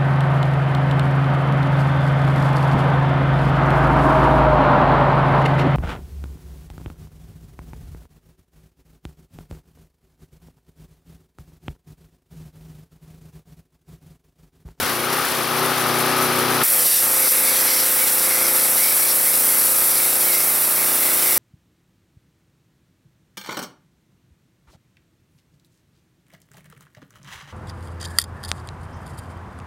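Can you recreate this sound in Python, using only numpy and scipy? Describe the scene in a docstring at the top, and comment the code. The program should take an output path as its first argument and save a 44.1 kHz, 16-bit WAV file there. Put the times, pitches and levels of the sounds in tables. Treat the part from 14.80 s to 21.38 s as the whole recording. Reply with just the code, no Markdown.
"""The foam jet of a petrol pressure washer hisses brightly close by as it covers a car on a driveway.
At first the gun is shut: the four-stroke engine runs free, its governor hunting, and water hisses
round the pump's bypass. The trigger is pulled; the pump loads the engine, slows it a little and whines.
The turbulent jet breaks into drops, which spatter on the wheel, and the wheel's hollows resonate."""
import sys
import numpy as np
from scipy import signal
from scipy.fft import rfft, irfft
from scipy.io import wavfile

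SR = 44100
rng = np.random.default_rng(int(sys.argv[2]) if len(sys.argv) > 2 else 0)


def dump(signal):
    """Clip the signal to [-1, 1] and save it as 16-bit WAV at the path in sys.argv[1]."""
    limited = np.clip(np.atleast_2d(signal).T, -1, 1)
    pcm = np.round(limited * 32767).astype(np.int16)
    wavfile.write(sys.argv[1], SR, pcm)


N = 290178
TIME = np.arange(N) / SR
BINS_HZ = np.maximum(np.arange(N // 2 + 1) * SR / N, 1)

TRIGGER_S = 1.833
FREE_HZ, HUNT_HZ = 30.85, 1.5  # four-stroke cycle rate without load, and its swing
HUNT_PERIOD_S, HUNT_PEAK_S, SETTLE_S = .487, .39, 1.0
WHINE_ORDER, WHINE_START_S, WHINE_RISE_S = 18, 1.846, .09

# spectrum of the bypass hiss: (frequency [Hz], relative density [dB])
BYPASS_SPECTRUM = [(3000, -33), (6000, -3), (7500, -8), (9500, -3), (11500, -1), (13200, -1), (14500, -4.5),
                   (16000, -12)]
# whistles of the bypass: (frequency [Hz], bandwidth [Hz], relative level [dB])
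BYPASS_WHISTLES = [(9900, 260, -8.5), (10500, 280, -11.5)]

# exhaust harmonics, free and under load: (order [multiple of the cycle rate], relative level [dB])
FREE_ORDERS = [(1, -38), (2, -27), (3, -23), (4, -7), (5, -7), (6, -17), (7, -9), (8, -3), (9, -7),
               (10, -14), (11, -10), (12, 0), (13, -12), (14, -8), (15, -16), (16, -8), (17, -13), (18, -8),
               (19, -16), (20, -11), (21, -15), (22, -15), (23, -14), (24, -10), (25, -15), (26, -8),
               (27, -13), (28, -8), (29, -11), (30, -12), (31, -15), (32, -8), (33, -15), (34, -7),
               (35, -15), (36, -10), (37, -13), (38, -4), (39, -9), (40, -6), (41, -8), (42, -4)]
LOADED_ORDERS = [(1, -38), (2, -28), (3, -34), (4, -15), (5, -11), (6, -17), (7, -15), (8, -11), (9, -6),
                 (10, -13), (11, -14), (12, -3), (13, -20), (14, -7), (15, -8), (16, -9), (17, -11),
                 (18, 0), (19, -13), (20, -10), (21, -6), (22, -7), (23, -14), (24, -8), (25, -12),
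                 (26, -10), (27, -9), (28, -13), (29, -9), (30, -6), (31, -11), (32, -13), (33, -14),
                 (34, -10), (35, -14), (36, -14), (37, -14), (38, -9), (39, -16), (40, -8), (41, -11),
                 (42, -10), (43, -9), (44, -7), (45, -9), (46, -12), (47, -11), (48, -6)]
# spectra of the clatter and of a weak firing's chuff: (frequency [Hz], relative density [dB])
FREE_CLATTER_SPECTRUM = [(30, -46), (80, -20), (130, -18), (350, -5.5), (650, -7), (1000, -7.5), (1300, -4),
                         (1600, -4.5), (2200, -6.5), (3000, -9.5), (4800, -11), (6000, -16), (8000, -34),
                         (16000, -30)]
LOADED_CLATTER_SPECTRUM = [(30, -50), (80, -42), (140, -21), (280, -5.5), (550, -14.5), (830, -2),
                           (1050, -2), (1300, 1), (1700, 2), (2600, -1), (4000, -36), (8000, -72),
                           (16000, -45)]
CHUFF_SPECTRUM = [(30, -26), (50, -21), (75, 4), (130, -8), (250, -3), (550, 1), (900, -5), (2000, -8)]
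# stereo balance of the engine: (frequency [Hz], left minus right [dB])
FREE_BALANCE = [(60, 5), (130, -5), (290, 3), (640, 6.5), (1410, 5.5), (3100, 4.5), (6820, -0.5),
                (15000, 1)]
LOADED_BALANCE = [(60, -3), (200, 0.5), (380, 1.5), (700, 3), (1300, 4), (4000, -3)]
# brief changes in the engine's level: (time [s], duration [s], gain [dB])
HARD_FIRINGS = [(.08, 0.087, 2), (.335, 0.024, 2), (.79, 0.016, 1)]
CLATTER_SWELLS = [(1.35, 0.29, 0.5), (1.75, .15, 0)]
LOADED_DIPS = [(1.87, 0.045, -0.5), (2.125, 0.18, -6), (2.5, 0.036, -11)]
# the speed sags under load and the governor catches it: (time [s], cycle rate [Hz])
LOADED_SPEED = [(1.89, 30.85), (1.96, 28.7), (2.03, 27.4), (2.27, 29.3), (2.51, 28.8), (2.77, 29.0),
                (3.76, 29.0), (4.36, 29.2), (5.52, 29.1), (5.83, 29.25), (6.58, 29.15)]
# envelopes of the loaded engine: (time [s], exhaust level [dB], clatter level [dB], whine level [dB])
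LOADED_LEVELS = [(2.0, -32.5, -33, -34), (2.6, -33, -30.5, -34), (3.3, -33.5, -33, -36),
                 (3.68, -30.5, -31, -33.5), (4.05, -34, -33.5, -37.5), (5.55, -33, -34.5, -38.5),
                 (5.85, -32.5, -33.5, -42), (6.25, -32, -33.5, -39)]

# spectra of valve, foam impacts, mist and jet: (frequency [Hz], relative density [dB])
VALVE_SPECTRUM = [(300, -25), (1400, 9.5), (2300, -3.5), (5000, -13), (9000, -20)]
SPATTER_SPECTRUM = [(400, -68.5), (1500, -2), (2800, -1.5), (3800, 1.5), (4900, -2), (5700, 2.5),
                    (6500, -2.5), (8000, 3), (14000, -56)]
MIST_SPECTRUM = [(9000, -31), (12500, -8), (14000, 2), (15000, 2)]
JET_SPECTRUM = [(2500, -26.5), (5000, -12.5), (7000, -11), (8500, -4.5), (10000, 0), (11300, 2),
                (12500, 0.5), (13500, -1), (16000, -22)]
# the jet crosses gaps in the wheel, or hits spokes: (time [s], duration [s], relative level [dB])
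HOLLOW_PASSES = [(2.41, .16, -38.5), (2.64, .2, -36.5), (2.92, .14, -37.5), (3.22, .09, -33),
                 (3.58, .28, -34), (3.82, .08, -37), (4.06, .16, -35), (4.24, 0.13, -38), (4.5, .1, -36.5),
                 (4.72, .14, -38.5), (5.2, .16, -39), (5.54, 0.17, -34), (5.68, .08, -39.5),
                 (6.0, .1, -35.5), (6.28, .16, -36.5), (6.5, .14, -37)]
SPOKE_HITS = [(2.14, 0.19, -33), (2.47, .07, -33), (2.87, 0.37, -29), (3.42, .07, -38), (3.61, 0.17, -35),
              (3.82, 0.064, -37), (4.12, 0.35, -38), (4.29, 0.063, -31.5), (5.15, 0.093, -36),
              (5.56, 0.18, -37), (6.07, 0.19, -40.5)]
# envelope of the foam landing on the wheel: (time [s], relative level [dB])
SPATTER_LEVELS = [(1.85, -33), (2.15, -31.5), (2.33, -32.5), (2.95, -30), (3.15, -32), (4.3, -33),
                  (4.4, -35), (5.6, -32.5), (5.7, -36), (6.5, -30.5)]
# envelopes as the lance moves: (time [s], relative jet level [dB], relative mist level [dB])
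SPRAY_LEVELS = [(1.87, -18.5, -25), (2.12, -17.5, -30), (2.17, -18, -28), (2.95, -19.5, -29),
                (3.11, -19.5, -23), (3.72, -19.5, -31), (3.74, -18, -26), (4.09, -19, -25),
                (4.91, -18, -27.5), (6.13, -20.5, -25), (6.53, -19, -24), (6.56, -19, -24.5)]
# stereo balance as the lance sweeps past the wheel: (time [s], left minus right [dB])
SWEEP_BALANCE = [(1.85, 0), (2.75, 0), (3.25, -.4), (3.7, 0), (5.35, 0), (5.85, -1.3), (6.4, 0)]
# the spray carries little bass: (frequency [Hz], gain [dB])
SPRAY_BASS_CUT = [(60, -12), (200, -0.5)]

# likeness of left and right for each source: (frequency [Hz], correlation [0 to 1])
BYPASS_COHERENCE = [(4000, 0.49), (8000, 0.69), (15000, 1)]
ENGINE_COHERENCE = [(60, 1), (200, 1), (600, 0.87), (1300, 0.92), (3000, 0.88), (8000, 0.76)]
SPRAY_COHERENCE = [(1000, .95), (4000, .994), (7000, .995), (16000, .995)]


def from_db(db):
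    """Amplitude ratio of a level in decibels."""
    return 10 ** (np.asarray(db) / 20)


def rms_one(x):
    """Normalisation to unit rms."""
    return x / np.sqrt(np.mean(x ** 2) + 1e-20)


def in_time(rows):
    """Linear interpolation of each column at every sample."""
    times, *columns = np.transpose(rows)
    return [np.interp(TIME, times, column) for column in columns]


def at_bins(points):
    """Interpolation on a log-frequency axis at every spectral bin."""
    hz, values = np.transpose(points)
    return np.interp(np.log(BINS_HZ), np.log(hz), values)


def colour(x, db):
    """Zero-phase filtering by a gain in dB at each frequency."""
    return irfft(rfft(x) * from_db(db), N)


def drift(rate):
    """Random modulation: low-pass noise of unit rms, changing about rate times a second."""
    pole = np.exp(-80 * np.pi * rate / SR)
    slow = signal.lfilter([1], [1, -2 * pole, pole * pole], rng.standard_normal(N // 40 + 2002))[2000:]
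    return np.interp(np.arange(N) / 40, np.arange(len(slow)), rms_one(slow))


def window(centre_s, length_s):
    """Super-Gaussian window: smooth, flat-topped, of height 1."""
    return np.exp(-(2 * (TIME - centre_s) / length_s) ** 4)


def bumps_db(rows):
    """Brief level changes, which add in decibels."""
    return sum(db * window(s, length_s) for s, length_s, db in rows)


def passes(rows):
    """Amplitude envelope of a sound gated by separate events."""
    return sum(from_db(db) * window(s, length_s) for s, length_s, db in rows)


def spread(direct, spectrum, coherence):
    """Partial coherence: direct sound plus scattered sound that differs left and right; unit rms."""
    alike = np.clip(at_bins(coherence), 0, .999)
    mid = rfft(rms_one(direct)) * np.sqrt(1 + alike)
    side = rfft(rng.standard_normal(N)) * np.sqrt(1 - alike)
    return rms_one(irfft(np.array([mid + side, mid - side]) * from_db(at_bins(spectrum)), N))


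def place(x, balance):
    """Localisation by a left-right level difference at each frequency."""
    return colour(x, at_bins(balance) * np.array([[.5], [-.5]]))


def resonance(hz, width_hz):
    """Narrow-band noise, like that of a resonator driven by turbulence; its centre may move; unit rms."""
    lowpass = signal.butter(2, width_hz / 2, fs=SR, output="sos")
    real, imaginary = signal.sosfilt(lowpass, rng.standard_normal((2, N)))
    phase = 2 * np.pi * np.cumsum(hz * np.ones(N)) / SR
    return rms_one(real * np.cos(phase) + imaginary * np.sin(phase))


def droplets(per_s, size_db, share):
    """Shot noise from single drops carries a share of the power; the smooth rush of air has the rest."""
    sizes = from_db(size_db * np.minimum(rng.exponential(1, N), 4)) * rng.choice([-1, 1], N)
    clicks = rms_one(sizes * (rng.random(N) < per_s / SR))
    return np.sqrt(share) * clicks + np.sqrt(1 - share) * rng.standard_normal(N)


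def throb(cycle, firing_db, stroke_db):
    """Amplitude modulation at the firing rate and at the crank rate, which is twice as fast."""
    return from_db(firing_db * np.cos(2 * np.pi * cycle) + stroke_db * np.cos(4 * np.pi * cycle))


def hunting(lag_s=0):
    """Damped oscillation of the governor: its envelope (1 to 0) and its swing (-1 to 1)."""
    unsettled = np.exp(-(TIME / SETTLE_S) ** 2)
    return unsettled, unsettled * np.cos(2 * np.pi * (TIME - HUNT_PEAK_S - lag_s) / HUNT_PERIOD_S)


def free_level(settled_db, hunting_db, swing_db):
    """Without load, amplitude follows engine speed and is lower until the governor settles."""
    unsettled, swing = hunting()
    return from_db(settled_db + hunting_db * unsettled + swing_db * swing + bumps_db(HARD_FIRINGS))


def bypass_hiss(cycle):
    """Flow noise: with the gun shut, water spurts round the pump's bypass and whistles faintly."""
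    hiss = spread(droplets(per_s=2500, size_db=5, share=0.4), BYPASS_SPECTRUM, BYPASS_COHERENCE)
    whistles = sum(from_db(db) * resonance(hz * (1 + 0.0045 * drift(2.9)), width_hz)
                   for hz, width_hz, db in BYPASS_WHISTLES)
    level = free_level(settled_db=-26, hunting_db=-5, swing_db=0.4)
    spurts = from_db(1.5 * drift(14) + 0.34 * drift(70))
    return level * spurts * throb(cycle, firing_db=0.06, stroke_db=0.3) * (hiss + whistles)


def exhaust(cycle, orders, smear, waver_db, rough):
    """One puff a cycle forms a harmonic series, whose phases the muffler disperses."""
    # each firing has its own strength and comes a little early or late
    firings = np.arange(int(cycle[-1]) + 2)
    strength, late = [np.interp(cycle, firings, d) for d in rng.standard_normal((2, len(firings)))]
    phase = 2 * np.pi * (cycle + 0.028 * rough * late)
    note = np.zeros(N)
    for order, db in orders:
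        # low orders keep together as a thump, high ones scatter into a whir
        lag = (0.87 + order * smear) * rng.standard_normal()
        note += from_db(db + waver_db * drift(2.0)) * np.cos(order * phase + lag)
    return rms_one(note * from_db(5.6 * rough * strength))


def clatter(cycle, spectrum, repeat):
    """Impact noise: valves, piston and pump knock at the same angles each cycle, amid random noise."""
    angles = rng.random(60)
    knocks = np.zeros(N)
    for angle, force in zip(angles, rng.standard_normal(len(angles))):
        hits = np.flatnonzero(np.diff(np.floor(cycle - angle)))
        knocks[hits] += force * (1 + 0.11 * rng.standard_normal(len(hits)))
    # hard little contacts carry no bass
    knocks = signal.sosfilt(signal.butter(2, 700, "high", fs=SR, output="sos"), knocks)
    mix = np.sqrt(repeat) * rms_one(knocks) + np.sqrt(1 - repeat) * rng.standard_normal(N)
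    return spread(mix * throb(cycle, firing_db=1.0, stroke_db=-0.7), spectrum, ENGINE_COHERENCE)


def loaded_engine(cycle, speed):
    """Load makes the firing rough until the speed is caught; the pump pistons whine at one harmonic."""
    exhaust_db, clatter_db, whine_db = in_time(LOADED_LEVELS)
    labouring = np.clip(0.38 * np.abs(speed - np.median(speed)), 0, 1)
    orders = [(order, db) for order, db in LOADED_ORDERS if order != WHINE_ORDER]
    puff_gain = from_db(exhaust_db + .5 * drift(7.2) - 2 * labouring)
    puffs = puff_gain * exhaust(cycle, orders, smear=0.088, waver_db=1.74, rough=labouring + 0.095)
    rattle = from_db(clatter_db + .5 * drift(13)) * clatter(cycle, LOADED_CLATTER_SPECTRUM, repeat=0.21)
    waver_db = (1.6 + 3 * labouring) * drift(29) - 3 * labouring
    pressure = np.clip((TIME - WHINE_START_S) / WHINE_RISE_S, 0, 1)
    whine = pressure * from_db(whine_db + waver_db) * np.cos(2 * np.pi * WHINE_ORDER * cycle)
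    return place((puffs + rattle + whine) * from_db(bumps_db(LOADED_DIPS)), LOADED_BALANCE)


def free_engine(cycle):
    """Uneven combustion makes the free engine chug, off to the left; its shroud rings near 1.3 kHz."""
    unsettled, closing = hunting(lag_s=.11)  # the throttle lags the speed
    uneven = np.clip(0.38 * unsettled + 0.37 * closing, 0, 1)
    note = exhaust(cycle, FREE_ORDERS, smear=0.081, waver_db=1.5, rough=1.16 * uneven)
    puffs = free_level(settled_db=-22.5, hunting_db=-5.0, swing_db=1.2) * note
    # weak firings lose their note and chuff instead
    pulsed_noise = rng.standard_normal(N) * throb(cycle, firing_db=2, stroke_db=3.0)
    chuff = spread(pulsed_noise, CHUFF_SPECTRUM, ENGINE_COHERENCE)
    puffs = puffs * from_db(-5 * uneven) + from_db(-22.5) * uneven * chuff
    rattle = clatter(cycle, FREE_CLATTER_SPECTRUM, repeat=0.17)
    rattle *= free_level(settled_db=-23.5, hunting_db=-3, swing_db=0.6)
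    shroud = free_level(settled_db=-32.5, hunting_db=-4.5, swing_db=4) * resonance(1310, width_hz=370)
    # a lower band swells and fades
    low_band = free_level(settled_db=-41.5, hunting_db=-2.5, swing_db=7) * resonance(825, width_hz=126)
    swell = from_db(bumps_db(CLATTER_SWELLS))
    bands = (shroud + swell * low_band) * throb(cycle, firing_db=-2.5, stroke_db=-7.0)
    return place(puffs + swell * rattle + bands, FREE_BALANCE)


def valve(peak_s, half_width_s, level_db):
    """Flow transient: the opening valve spits just ahead of the jet."""
    spit = spread(rng.standard_normal(N), VALVE_SPECTRUM, SPRAY_COHERENCE)
    return from_db(level_db) * spit * np.exp(-((TIME - peak_s) / half_width_s) ** 2)


def panel_reflection(x, lag_s, echo):
    """Comb filtering: the car's panel returns an echo whose delay wanders as the lance moves."""
    lag = lag_s * SR * np.exp(0.246 * drift(0.68))
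    reflected = np.array([np.interp(np.arange(N) - lag, np.arange(N), channel) for channel in x])
    return (x + echo * reflected) / np.hypot(1, echo)


def wheel_hollow():
    """Cavity resonance: a hollow of the wheel sounds, and rises in pitch, as the jet enters it."""
    drive = passes(HOLLOW_PASSES)
    pitch_hz = 2091 + 110.3 * drive / drive.max()
    ring = resonance(pitch_hz * (1 + .02 * drift(8.03)), width_hz=206)
    return (drive + from_db(-46.0)) * ring * from_db([[1.5], [-1.5]])


def spoke_spits():
    """Foam striking the spokes gives band noise: a broad splash with a narrow gurgle above it."""
    splash = resonance(5074 * (1 + 0.07 * drift(9.2)), width_hz=1400)
    gurgle = resonance(5755 * (1 + 0.02 * drift(6.2)), width_hz=300)
    level = (passes(SPOKE_HITS) + from_db(-38)) * from_db(-2 + 1.9 * drift(14))
    return level * (splash + from_db(-4) * gurgle)


def foam_spatter():
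    """Random impacts of foam on the wheel sum to a crackling shot noise."""
    spatter_db, = in_time(SPATTER_LEVELS)
    impacts = spread(droplets(per_s=2500, size_db=3.0, share=.35), SPATTER_SPECTRUM, SPRAY_COHERENCE)
    return from_db(spatter_db + 3 + 1.1 * drift(25)) * impacts


def jet_and_mist():
    """Atomisation: the jet hisses as it tears into drops, and its fine mist hisses higher still."""
    jet_db, mist_db = in_time(SPRAY_LEVELS)
    jet = spread(droplets(per_s=9900, size_db=2.5, share=0.11), JET_SPECTRUM, SPRAY_COHERENCE)
    mist_gain = from_db(mist_db + 5.5 + .6 * drift(6))
    mist = spread(droplets(per_s=10000, size_db=2.2, share=.05), MIST_SPECTRUM, SPRAY_COHERENCE)
    return from_db(jet_db + 1.5) * jet + mist_gain * mist


def foam_cannon():
    """Common modulation: the spluttering foam makes the jet and the wheel's sounds flutter together."""
    splutter = from_db(0.56 * drift(34) + .5 * drift(250))
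    spray, spatter = jet_and_mist(), foam_spatter()
    hollow, spits = wheel_hollow(), spoke_spits()
    sweep_db, = in_time(SWEEP_BALANCE)
    pan = from_db(sweep_db * np.array([[.5], [-.5]]))
    rush = pan * panel_reflection(spray, lag_s=.0016, echo=0.079)
    wheel = panel_reflection(spatter, lag_s=0.00108, echo=0.33) + spits + hollow
    return colour(splutter * (rush + wheel), at_bins(SPRAY_BASS_CUT))


def scene():
    """Superposition of the sources; within 5 ms the trigger starts the jet and loads the engine."""
    trigger = np.clip((TIME - TRIGGER_S) / .005 + .5, 0, 1)
    _, swing = hunting()
    speed = (1 - trigger) * (FREE_HZ + HUNT_HZ * swing) + trigger * in_time(LOADED_SPEED)[0]
    cycle = np.cumsum(speed * (1 + .001 * drift(12))) / SR  # engine cycles elapsed
    shut = free_engine(cycle) + bypass_hiss(cycle)
    spraying = loaded_engine(cycle, speed) + foam_cannon()
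    opening = valve(peak_s=1.82, half_width_s=0.007, level_db=-19)
    return (1 - trigger) * shut + trigger * spraying + opening


def record(dry):
    """Frequency response: each port of the microphone housing cuts a notch; the top falls steeply."""
    notch_hz = np.array([[6870], [6450]])  # left, right
    width_hz, depth_db, cutoff_hz = 820, -4, 15820
    notch_db = depth_db * np.exp(-(2 * (BINS_HZ - notch_hz) / width_hz) ** 2)
    top_db = -10 * np.log10(1 + (BINS_HZ / cutoff_hz) ** 400)
    return colour(dry, notch_db + top_db)


dry = scene()
out = record(dry)
dump(out)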